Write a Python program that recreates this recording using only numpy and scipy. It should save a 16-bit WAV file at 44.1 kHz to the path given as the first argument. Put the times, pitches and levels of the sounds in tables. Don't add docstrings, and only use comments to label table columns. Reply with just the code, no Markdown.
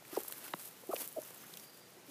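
import sys
import numpy as np
from scipy import signal
from scipy.fft import rfft, irfft
from scipy.io import wavfile

SR = 44100
rng = np.random.default_rng(int(sys.argv[2]) if len(sys.argv) > 2 else 0)


def digitize_waveform(pressure):
    field = np.atleast_2d(pressure).T
    bounded = np.clip(field, -1, 1)
    quanta = np.round(bounded * 32767).astype(np.int16)
    wavfile.write(sys.argv[1], SR, quanta)


def volts_from_decibels(level):
    exponent = np.asarray(level, float) / 20
    return 10 ** exponent


N = 92610

# f/Hz, level/dB
AIR_SPECTRUM = [(18, -87), (30, -52), (90, -16), (125, -6.5), (332, -8.5), (455, -7.5), (691, -12),
                (4660, -19), (15500, -25.5)]
# t/s, level/dB, earth level/dB
STIRRING = [(0, -63.5, -7), (0.109, -55.5, 4.5), (0.158, -44.5, 0.5), (.25, -50.5, -3.5), (.46, -51, 3),
            (.52, -53, 1), (.61, -46, -4.5), (.67, -49.5, -6.5), (.76, -59.5, 1.5), (.9, -55.5, -6),
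            (.96, -43, -8), (1.019, -41.5, 0), (1.112, -53.5, -6.5), (1.4, -55, 3.5), (1.6, -54, -4),
            (1.68, -60.5, -4), (2.04, -69, -5), (2.1, -55.5, -0.5)]
# f/Hz, density/dB
STRAW_SPECTRUM = [(1000, -70), (3000, -12.5), (6000, -7), (9000, -2), (11000, 1), (13200, 2), (15500, -1.5)]
# f/Hz, density/dB
EARTH_SPECTRUM = [(150, -16), (300, 3), (700, 0), (1500, 0.5), (3000, -3), (6000, -8), (15500, -26)]
# t/s, peak level/dB, f/Hz
FOOTFALLS = [
    (0.024, -41, 680),
    (0.249, -37.5, 1150),
    (0.321, -43.5, 544),
    (1.017, -38, 590),
    (1.229, -50, 308),
    (1.307, -41, 560),
    (1.434, -49, 320),
    (1.495, -44.5, 385),
]
# t/s, peak level/dB, f/Hz, length/s
GRIT_HITS = [(.05, -44, 2150, .012), (.167, -40, 2380, .012), (.278, -38, 5300, .004),
             (.282, -45, 7300, .004), (.3, -36.5, 1092, 0.0055), (.323, -39, 1500, 0.0058),
             (.337, -41.5, 1880, 0.0054), (1.227, -40, 1260, 0.0065), (1.308, -44, 2550, .007),
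             (1.309, -43, 1100, 0.0045), (1.447, -44, 1500, 0.014), (1.499, -48, 1270, 0.0056),
             (1.538, -38, 8800, .004), (.15, -45, 1470, 0.02), (.152, -32.5, 5570, 0.0061),
             (.164, -35, 4770, 0.0099), (.323, -31.5, 3760, 0.011), (.464, -37.5, 1520, 0.0056),
             (.93, -40, 2050, .015), (.957, -33, 2980, 0.01), (.962, -34, 5030, 0.01),
             (.962, -27.5, 2620, 0.013), (1.017, -37, 4550, 0.021), (1.217, -43, 6100, 0.012),
             (1.234, -38.5, 6000, 0.016), (1.304, -42, 7050, 0.015), (1.434, -43, 1300, 0.014),
             (1.439, -43, 1730, 0.01), (1.538, -34.5, 3350, 0.0093), (1.538, -40.5, 2520, 0.0052),
             (1.571, -37.5, 3200, 0.015), (1.571, -33.5, 9200, 0.0057), (1.572, -37.5, 6600, 0.0073),
             (1.5965, -36, 5940, 0.0086)]
# t/s, peak level/dB, f/Hz, length/s
STALK_SNAPS = [(.0802, -44, 10500, 0.006), (.1525, -44, 12800, 0.002), (.215, -37, 13500, .002),
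               (.234, -28.5, 13600, .004), (.2812, -31, 13300, 0.0015), (.283, -28, 12500, .006),
               (.2885, -34, 13500, .002), (.3115, -31, 13000, .003), (.319, -36, 12000, 0.0023),
               (.337, -42, 11000, 0.006), (.3228, -25.5, 12700, 0.004), (.324, -29, 13300, 0.0057),
               (.355, -43, 10500, .002), (.372, -36, 12500, 0.003), (.381, -35, 13800, 0.0038),
               (.443, -32.5, 12000, 0.0036), (.505, -40, 14000, .004), (.576, -40, 10200, 0.004),
               (.612, -37, 9100, 0.008), (.654, -33, 12300, 0.0057), (.871, -39, 12000, .005),
               (.9452, -24.5, 14100, 0.0025), (1.006, -27, 11400, 0.0071), (1.018, -28, 9300, 0.014),
               (1.041, -39, 13900, 0.0021), (1.06, -39, 10500, 0.0034), (1.076, -24, 13000, 0.0032),
               (1.0835, -33, 11000, .002), (1.088, -31.5, 14000, 0.0045), (1.127, -33.5, 10400, 0.0015),
               (1.161, -45, 11000, .003), (1.198, -45, 11100, 0.0047), (1.211, -49, 11300, .004),
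               (1.218, -34, 11400, 0.0033), (1.231, -39, 11000, 0.0034), (1.235, -40, 12000, 0.0045),
               (1.25, -38, 12500, .004), (1.254, -42, 9700, .005), (1.275, -37, 12400, .003),
               (1.2975, -49, 13600, 0.0037), (1.305, -37, 13500, 0.0072), (1.375, -36, 12000, .004),
               (1.379, -39, 12500, 0.009), (1.467, -50, 12700, .006), (1.5717, -32, 13700, 0.0037),
               (1.775, -46, 12000, .004), (1.904, -52, 12000, .004), (2.064, -49, 13000, .02)]
# t/s, peak level/dB, f/Hz, decay by 60 dB/s
HARD_STALK = (.2812, -23, 13200, .0016)
# t/s, f/Hz, level/dB
FIRST_SWOOP = [
    (.124, 1154, -60),
    (.156, 1400, -56.5),
    (.163, 1354, -58),
    (.167, 1119, -41.5),
    (.171, 820, -40.5),
    (.174, 500, -28.5),
    (.177, 429, -27.5),
    (.181, 342, -35.5),
    (.186, 300, -63),
]
SECOND_SWOOP = [
    (.910, 1109, -52),
    (.917, 1269, -47),
    (.923, 1342, -50.5),
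    (.929, 1180, -41),
    (.932, 988, -40.5),
    (.934, 720, -40),
    (.937, 595, -27.5),
    (.941, 415, -35),
    (.946, 330, -45),
]
# t/s, f/Hz, level/dB
HELD_CLUCK = [
    (1.161, 697, -48),
    (1.166, 632, -45.5),
    (1.171, 622, -38),
    (1.177, 635, -40),
    (1.182, 658, -42),
    (1.187, 586, -34),
    (1.192, 590, -43),
    (1.197, 627, -56),
    (1.204, 617, -45),
]
# t/s, length/s, first f/Hz,
# last f/Hz, level/dB
LOW_NOTES = [(.129, 0.01, 295.3, 386, -43.5), (.141, 0.0088, 370, 434, -49.5),
             (.187, 0.0085, 433.6, 382, -44), (.2, .012, 404.6, 385, -80), (.835, 0.0068, 507, 517, -51),
             (.89, 0.019, 318.6, 425, -37), (.958, 0.016, 619, 463, -56.5), (1.39, 0.027, 220, 200, -67),
             (1.45, 0.019, 200, 170, -58.5), (1.52, 0.058, 180, 155, -59.5),
             (1.575, 0.045, 200, 217, -61), (1.965, 0.034, 367, 343, -59.5),
             (2.082, 0.026, 270, 298, -54)]
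# t/s, length/s, first f/Hz, last f/Hz, level/dB
EXTRA_NOTES = [
    (.172, 0.012, 806, 830, -43.5),
    (.898, 0.021, 639, 735, -44),
    (1.171, 0.014, 444, 452, -44),
    (1.179, 0.01, 329.3, 300, -45),
    (1.187, 0.0095, 449.5, 383, -47),
]
# delay t/s, level/dB
REFLECTIONS = [
    (.013, -23.5),
    (.028, -22.5),
    (.047, -28),
]
# f/Hz, decay by 60 dB/s, lag t/s
BRANCH_MODES = [
    (1400, 0.0062, .0016),
    (1084, 0.0061, 0.002393),
    (720, 0.011, 0.0036),
    (560, .016, 0.0035),
    (322, 0.019, 0.0039),
    (200, 0.025, 0.0034),
]
BRANCH_LEVELS = [0, 9, -7, -5.5, -3, -6]
# f/Hz, level/dB, decay by 60 dB/s
BEAK_MODES = [
    (3780, 1, 0.0033),
    (2820, -3.5, 0.0039),
    (1950, -3.5, 0.0062),
]
# t/s, length/s, level/dB
FAR_CHIRR = [
    (1.368, .032, -68.5),
    (1.4, .025, -72),
    (1.428, .042, -69.5),
    (1.47, .03, -71),
]
# t/s, length/s, level/dB
NEAR_CHIRR = [
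    (1.593, .047, -69),
    (1.636, .02, -64),
    (1.661, .025, -67),
    (1.684, .025, -62),
    (1.716, .018, -68),
    (1.732, .03, -67),
    (1.771, .034, -69),
    (1.801, .027, -69.5),
    (1.825, .019, -68),
    (1.849, .025, -68),
]


def unit_rms(x):
    return x / np.sqrt(np.mean(x ** 2) + 1e-20)


def drift(rate_hz):
    r = np.exp(-2 * np.pi * rate_hz / SR)
    noise = rng.standard_normal(N + SR)
    return unit_rms(signal.lfilter([1], [1, -2 * r, r * r], noise)[SR:])


def colour(x, spectrum):
    hz, db = np.transpose(spectrum)
    grid = np.fft.rfftfreq(len(x), 1 / SR) + 1
    gain = volts_from_decibels(np.interp(np.log(grid), np.log(hz), db))
    return unit_rms(irfft(rfft(x) * gain, len(x)))


def air():
    level_db = -59.5 + 0.083 * drift(5.4)
    return volts_from_decibels(level_db) * colour(rng.standard_normal(N), AIR_SPECTRUM)


def crackle(spectrum, clump_db):
    grains_per_s, spread_db = 900, 4.5
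    struck = rng.random(N) < grains_per_s * volts_from_decibels(clump_db) / SR
    sizes = volts_from_decibels(spread_db * np.minimum(rng.exponential(1, N), 4)) * struck
    decay = volts_from_decibels(-60 / (0.006 * SR))
    grains = signal.lfilter([1], [1, -decay], sizes) * rng.standard_normal(N)
    hiss = volts_from_decibels(-3 + clump_db) * colour(rng.standard_normal(N), spectrum)
    return hiss + volts_from_decibels(-5.5) * colour(grains, spectrum)


def straw():
    s, db, earth_db = np.transpose(STIRRING)
    t = np.arange(N) / SR
    clump_db = 1.9 * drift(25)
    earth = volts_from_decibels(-7 + np.interp(t, s, earth_db)) * crackle(EARTH_SPECTRUM, clump_db)
    stalks = crackle(STRAW_SPECTRUM, clump_db)
    return volts_from_decibels(np.interp(t, s, db)) * (stalks + earth)


def ring(s, db, hz, t60):
    start = int(s * SR)
    out, t = np.zeros(N), np.arange(N - start) / SR
    out[start:] = volts_from_decibels(db - 60 * t / t60) * np.sin(2 * np.pi * hz * t)
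    return out


def steps():
    thuds = np.zeros(N)
    for s, db, hz in FOOTFALLS:
        t60 = 6 / hz
        thuds += ring(s, db, hz, t60) + ring(s, db - 30, hz * 2.56, t60)
    return signal.lfilter([.25], [1, -.75], thuds)


def fractures(rows, puff_db, cut_hz, cycles):
    out, t = np.zeros(N + SR), np.arange(SR // 10) / SR
    high_pass = signal.butter(3, cut_hz, "high", fs=SR, output="sos")
    noise = rng.standard_normal((len(rows), 2, len(t)))
    for (s, db, hz, length), (puff, shake) in zip(rows, noise):
        fade = volts_from_decibels(-40 * t / length) * np.minimum(t / (0.084 * length), 1)
        r, w = volts_from_decibels(-60 * hz / (cycles * SR)), 2 * np.pi * hz / SR
        force = (shake + 2 * (t < 1 / SR)) * fade
        tone = signal.lfilter([1, 0, -1], [1, -2 * r * np.cos(w), r * r], force)
        puff = signal.sosfilt(high_pass, puff * fade)
        event = volts_from_decibels(puff_db) * puff / abs(puff).max() + volts_from_decibels(-3) * tone / abs(tone).max()
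        out[int(s * SR):][:len(t)] += volts_from_decibels(db - 3) * event
    return out[:N]


def grit():
    return fractures(GRIT_HITS, puff_db=-12, cut_hz=1300, cycles=11)


def snaps():
    return fractures(STALK_SNAPS, puff_db=0, cut_hz=8500, cycles=18) + ring(*HARD_STALK)


def voice(hz, gain, octave_db):
    phase = 2 * np.pi * np.cumsum(hz * (1 + 0.0344 * drift(108))) / SR
    return np.sqrt(2) * gain * (np.sin(phase) + volts_from_decibels(octave_db) * np.sin(2 * phase))


def glide(rows, octave_db):
    s, hz, db = np.transpose(rows)
    t = np.arange(N) / SR
    edge = np.clip(np.minimum(t - s[0], s[-1] - t) / .003, 0, 1)
    return voice(np.interp(t, s, hz), edge * volts_from_decibels(np.interp(t, s, db)), octave_db)


def notes(rows, octave_db):
    out, t = np.zeros(N), np.arange(N) / SR
    for s, length, first_hz, last_hz, db in rows:
        swell = np.interp(t, [s, s + 0.087 * length, s + length * 1.17], [0, 1, 0])
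        gain = volts_from_decibels(db) * np.sin(np.pi / 2 * swell)
        hz = np.interp(t, [s, s + length], [first_hz, last_hz])
        out += voice(hz, gain, octave_db)
    return out


def hens():
    direct = glide(FIRST_SWOOP, -21) + glide(SECOND_SWOOP, -21) + glide(HELD_CLUCK, -30)
    direct = direct + notes(LOW_NOTES, -11) + notes(EXTRA_NOTES, -21)
    out = direct.copy()
    for s, db in REFLECTIONS:
        delay = int(s * SR)
        out[delay:] += volts_from_decibels(db) * direct[:N - delay]
    return out


def knock():
    knock_s, knock_db = .5366, -30
    tick = sum(ring(knock_s - .0002, knock_db + db, hz, t60) for hz, db, t60 in BEAK_MODES)
    tick = tick + volts_from_decibels(-1.5) * np.roll(tick, int(.00103 * SR))
    blunt = signal.butter(4, 4300, fs=SR, output="sos")
    tick = signal.sosfilt(blunt, tick) + volts_from_decibels(-19) * tick
    branch = np.zeros(N)
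    for (hz, t60, lag), db in zip(BRANCH_MODES, BRANCH_LEVELS):
        branch += ring(knock_s + lag, knock_db + db, hz, t60)
    return branch - tick


def cricket(bursts, pitch_hz, wander):
    t, gate = np.arange(N) / SR, np.zeros(N)
    for s, length, db in bursts:
        gate += volts_from_decibels(db) * np.interp(t, [s, s + .004, s + 0.85 * length, s + length], [0, 0.8, 1, 0])
    first_s = bursts[0][0]
    hz = pitch_hz * (1 + wander * drift(66)) - np.interp(t, [first_s, first_s + 0.036], [120, 0])
    throb = volts_from_decibels(2.0 * drift(50))
    return gate * throb * np.sqrt(2) * np.sin(2 * np.pi * np.cumsum(hz) / SR)


def scene():
    near = straw() + steps() + grit() + snaps() + hens() + knock()
    near = near + cricket(FAR_CHIRR, 6400, wander=.007) + cricket(NEAR_CHIRR, 4750, wander=.003)
    near = signal.sosfilt(signal.butter(6, 187, "high", fs=SR, output="sos"), near)
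    return (near + air())[None]


def top_cut(x):
    return signal.sosfilt(signal.butter(12, 16040, fs=SR, output="sos"), x)


def record(dry):
    low_pass = signal.cheby2(16, 30.0, 15600, fs=SR, output="sos")
    mix = signal.sosfilt(low_pass, dry)
    return top_cut(mix)


dry = scene()
out = record(dry)
digitize_waveform(out)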